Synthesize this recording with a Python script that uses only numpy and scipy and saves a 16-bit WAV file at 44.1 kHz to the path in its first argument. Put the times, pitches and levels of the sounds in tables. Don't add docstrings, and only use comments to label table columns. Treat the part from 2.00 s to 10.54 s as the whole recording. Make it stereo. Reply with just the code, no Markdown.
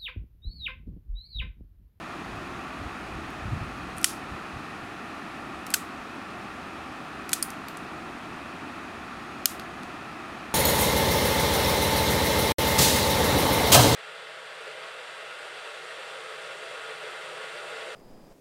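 import sys
import numpy as np
from scipy import signal
from scipy.fft import rfft, irfft, next_fast_len
from scipy.io import wavfile
from scipy.ndimage import uniform_filter1d

SR = 44100
rng = np.random.default_rng(int(sys.argv[2]) if len(sys.argv) > 2 else 0)


def put_to_file(sound):
    columns = np.atleast_2d(sound).T
    safe = np.clip(columns, -1, 1)
    whole_steps = np.round(safe * 32767)
    wavfile.write(sys.argv[1], SR, whole_steps.astype(np.int16))


N = 376613
TIME = np.arange(N) / SR


def snaps(size=16384, ring_width=0.14, tail_ring=0.59):
    # start_s, level_db, tear_t60_s, body_db, top_db, low_hz, low_db, high_hz, high_db, scatter_db
    breaks = [(2.0434, -4.5, 0.02, -1.5, 0, 5560, 4, 10300, 6, -12.5),
              (3.7395, -17.5, .023, -1, 3, 1620, 16, 8000, 5.5, -8),
              (3.7424, -17.5, 0.013, -4, 3, 1200, 15, 1570, 7, -13),
              (5.3312, -15.5, 0.025, -7, 0, 3500, 6, 4970, 3, -10),
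              (5.4262, -19.5, 0.018, -6, 10, 4900, 7, 9600, 17, -10),
              (7.4570, -6, 0.0092, -3.5, 1, 2860, 7.5, 13200, 7, -16)]
    # pitch_hz, width_hz, gain_db
    stick_modes = [(3900, 120, -6), (4340, 160, 5.5), (4940, 130, 4), (5670, 210, 0), (6400, 280, 4.5),
                   (7800, 580, 5.5), (9400, 260, -1), (10400, 350, 0), (11500, 210, 0), (14300, 400, 6)]
    out, t, hz = np.zeros((2, N)), np.arange(size) / SR, bins(size)
    for start_s, db, tear_t60_s, body_db, top_db, low_hz, low_db, high_hz, high_db, scatter_db in breaks:
        rings = [(low_hz, ring_width * low_hz, low_db), (high_hz, ring_width * high_hz, high_db)]
        piece_db = humps(rings, hz)
        wood_db = wood_colour(hz, body_db, top_db)
        crack = fracture(t, wood_db + piece_db + humps(stick_modes, hz), tear_t60_s)
        tail = amp(scatter_db) * scatter(t, wood_db + tail_ring * piece_db)
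        add(out, start_s, amp(db) * (crack + tail))
    return out


def fracture(t, colour_db, tear_t60_s, crack_t60_s=0.0013, tear_db=-7, grain_db=3, rise_s=0.000134):
    decay = amp(-60 * t / crack_t60_s) + amp(tear_db - 60 * t / tear_t60_s)
    force = (1 - np.exp(-t / rise_s)) * decay
    mid, side = rng.standard_normal((2, len(t)))
    grain = amp(grain_db * np.repeat(rng.standard_normal(len(t)), 12)[:len(t)])
    crack = force * grain * (mid + 0.26 * side * [[1], [-1]])
    crack[:, round(rise_s * SR)] += 1
    hz = bins(len(t))
    crack = tint(crack, colour_db + ground_echo(hz))
    half_sample_delay = np.exp(-1j * np.pi * hz / SR)
    crack[0] = irfft(rfft(crack[0]) * half_sample_delay)
    return unit_burst(crack)


def wood_colour(hz, body_db, top_db):
    # frequency_hz, level_db
    wood = [(100, -30), (850, -21), (1400, 2), (2200, -0.5), (3000, 0.5), (3900, -1), (4900, -2),
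            (10000, -2), (12500, -5.5), (15000, -14), (16000, -28)]
    body = 1 / (1 + (hz / 4000) ** 6)
    top = 1 / (1 + (11500 / hz) ** 16)
    return at_hz(wood, hz) + body_db * body + top_db * top


def ground_echo(hz, strength=0.22, delay_s=0.00202):
    return 20 * np.log10(np.abs(1 + strength * np.exp(-2j * np.pi * hz * delay_s)))


def scatter(t, colour_db, t60_s=0.23, build_s=0.0025):
    # frequency_hz, gain_db
    foliage = [(300, -6), (1500, -24), (3000, 2.5), (5000, 5), (10000, 5), (12500, 3.5), (14500, 4),
               (16000, 14)]
    echoes = rng.standard_normal((2, len(t))) * (1 - np.exp(-t / build_s)) * amp(-60 * t / t60_s)
    return unit_burst(tint(echoes, colour_db + at_hz(foliage, bins(len(t)))))


def fibre_ticks():
    # start_s, level_db, body_db, ring_hz
    fibres = [(1.9680, -50, -10, 9300), (1.9750, -50, -10, 9000), (1.9824, -37.5, -21, 9200),
              (2.0146, -42, -13, 9300), (2.0300, -39, -7, 9000), (3.666, -38, -4, 6000),
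              (3.7040, -34.5, -7, 9500), (3.7146, -47, -4, 8000), (5.2928, -33.5, -1, 5200),
              (5.3183, -38, -5, 7000), (5.5037, -38.5, -9, 6500)]
    return sum(tick(start_s, db, body_db, top_db=3, ring_hz=ring_hz, ring_db=-0.5 * body_db)
               for start_s, db, body_db, ring_hz in fibres)


def twig_touches():
    # start_s, level_db, body_db, top_db
    touches = [(1.3044, -56, -6, 7), (5.6844, -38.5, 4, 11), (5.7714, -42.5, -8, -1), (7.5967, -38, 10, 2),
               (7.833, -46, 0, 0)]
    return sum(tick(*touch, ring_hz=4700, ring_db=5.5) for touch in touches)


def tick(start_s, db, body_db, top_db, ring_hz, ring_db, size=16384, ring_width=0.24, scatter_db=-7):
    out, t, hz = np.zeros((2, N)), np.arange(size) / SR, bins(size)
    colour_db = wood_colour(hz, body_db, top_db) + humps([(ring_hz, ring_width * ring_hz, ring_db)], hz)
    crack = fracture(t, colour_db, tear_t60_s=0.013)
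    tail = amp(scatter_db) * scatter(t, colour_db)
    add(out, start_s, amp(db) * (crack + tail))
    return out


def breeze():
    # frequency_hz, density_db
    buffet = [(20, -16), (35, -11), (50, 5), (85, 1.5), (150, -1), (250, -14), (450, -39), (1500, -69)]
    eddies = noise(buffet)
    eddies /= np.sqrt(uniform_filter1d(eddies ** 2, size=2600) + 1e-9)
    return wind_strength() * eddies * pan(left_db=13)


def wind_strength(peak_s=1.83, peak_db=-46.5, rise_db_per_s=8, fall_db_per_s=36, calm_db=-69.5):
    # peak_s, level_db, length_s
    gusts = [(.35, -43.5, .2), (.55, -47, .1), (.84, -39.5, .11), (1.16, -40.5, 0.2), (1.462, -34, 0.09),
             (1.54, -28.5, 0.063), (1.62, -36, .12), (2.331, -39.5, 0.072), (2.561, -40.5, 0.055),
             (2.83, -47, .05)]
    edge_db = 10.5
    late_s = TIME - peak_s
    swell = amp(peak_db - np.maximum(-rise_db_per_s * late_s, fall_db_per_s * late_s))
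    gust_power = sum(amp(db - edge_db * np.minimum((2 * (TIME - at_s) / length_s) ** 2, 20)) ** 2
                     for at_s, db, length_s in gusts)
    return np.sqrt(amp(calm_db) ** 2 + swell ** 2 + gust_power)


def air(rush_db=-39.0, hiss_db=-46.5, lift_db=0.98, settle_s=2.6):
    # frequency_hz, density_db
    rush_spectrum = [(25, -19), (45, -20), (65, -6), (110, -9), (220, -1), (330, -1), (490, -12.5),
                     (1000, -12), (2000, -16), (3200, -23.5), (5000, -34.5), (9500, -52), (16000, -58)]
    # pitch_hz, width_hz, gain_db
    rush_modes = [(748, 236, 7.5), (1135, 183, 7), (1351, 234, 9), (1796, 300, 6.5), (2536, 364, 9)]
    # frequency_hz, density_db
    hiss_spectrum = [(25, -24), (60, -47), (170, -10), (290, -3), (500, -9.5), (850, -2), (1400, -0.5),
                     (2200, -1.5), (4000, -6.5), (6000, -14), (8300, -17.5), (9600, -17.5), (11500, -23.5),
                     (16000, -34)]
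    rush = amp(rush_db) * noise(rush_spectrum, rush_modes, channels=1) * pan(left_db=0.55)
    hiss = amp(hiss_db) * noise(hiss_spectrum) * pan(left_db=-1.5)
    return (rush + hiss) * amp(lift_db / (1 + np.exp(2 * (TIME - settle_s))))


def insects(fade_s=0.25, chorus_db=-78):
    # frequency_hz, density_db
    buzz_band = [(6200, -40), (6520, 3), (6760, -1), (7100, -40)]
    # start_s, end_s, level_db
    calls = [(-.3, 2.1, -73), (6.7, 8.1, -74)]
    calling = sum(amp(db) * np.clip(np.minimum(TIME - start_s, end_s - TIME) / fade_s + .5, 0, 1)
                  for start_s, end_s, db in calls)
    return np.hypot(calling, amp(chorus_db)) * noise(buzz_band, channels=1)


def amp(db):
    return 10 ** (np.asarray(db) / 20)


def rms(x):
    return np.sqrt(np.mean(x ** 2) + 1e-20)


def unit_burst(x):
    return x / rms(x) * np.sqrt(.005 * SR / x.shape[1])


def bins(size):
    return np.maximum(np.arange(size // 2 + 1) * SR / size, 1)


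def at_hz(points, hz):
    point_hz, point_db = np.array(points).T
    return np.interp(np.log(hz), np.log(point_hz), point_db)


def humps(modes, hz):
    return sum(db * np.exp(-2 * ((hz - centre) / width) ** 2) for centre, width, db in modes)


def tint(x, curve_db):
    cepstrum = irfft(np.log(amp(curve_db)))
    size = len(cepstrum)
    cepstrum[1:size // 2] *= 2
    cepstrum[size // 2 + 1:] = 0
    return irfft(rfft(x, size) * np.exp(rfft(cepstrum)))


def noise(spectrum, modes=(), channels=2):
    size = 2 * next_fast_len(N // 2 + 1)
    hz = bins(size)
    white = rng.standard_normal((channels, size))
    coloured = irfft(rfft(white) * amp(at_hz(spectrum, hz) + humps(modes, hz)))[:, :N]
    return coloured / rms(coloured)


def pan(left_db):
    return amp(np.array([[left_db], [-left_db]]) / 2)


def add(out, start_s, x):
    at = round(start_s * SR)
    out[:, at:at + x.shape[1]] += x[:, :N - at]


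def scene():
    stick = snaps() + fibre_ticks() + twig_touches()
    return stick * pan(left_db=-2.0) + air() + insects() + breeze()


def limiter(x, threshold_db=-8.5, release_db_per_s=140):
    power = uniform_filter1d(np.mean(x ** 2, axis=0), size=66)
    over_db = np.maximum(10 * np.log10(np.abs(power) + 1e-12) - threshold_db, 0)
    held_db = np.maximum.accumulate(over_db + release_db_per_s * TIME) - release_db_per_s * TIME
    return x * amp(-held_db)


def record(dry):
    clipped = np.clip(limiter(dry), -1, 1)
    lowpass = signal.ellip(10, .1, 80, 16000, fs=SR, output="sos")
    return signal.sosfilt(lowpass, clipped)


dry = scene()
out = record(dry)
put_to_file(out)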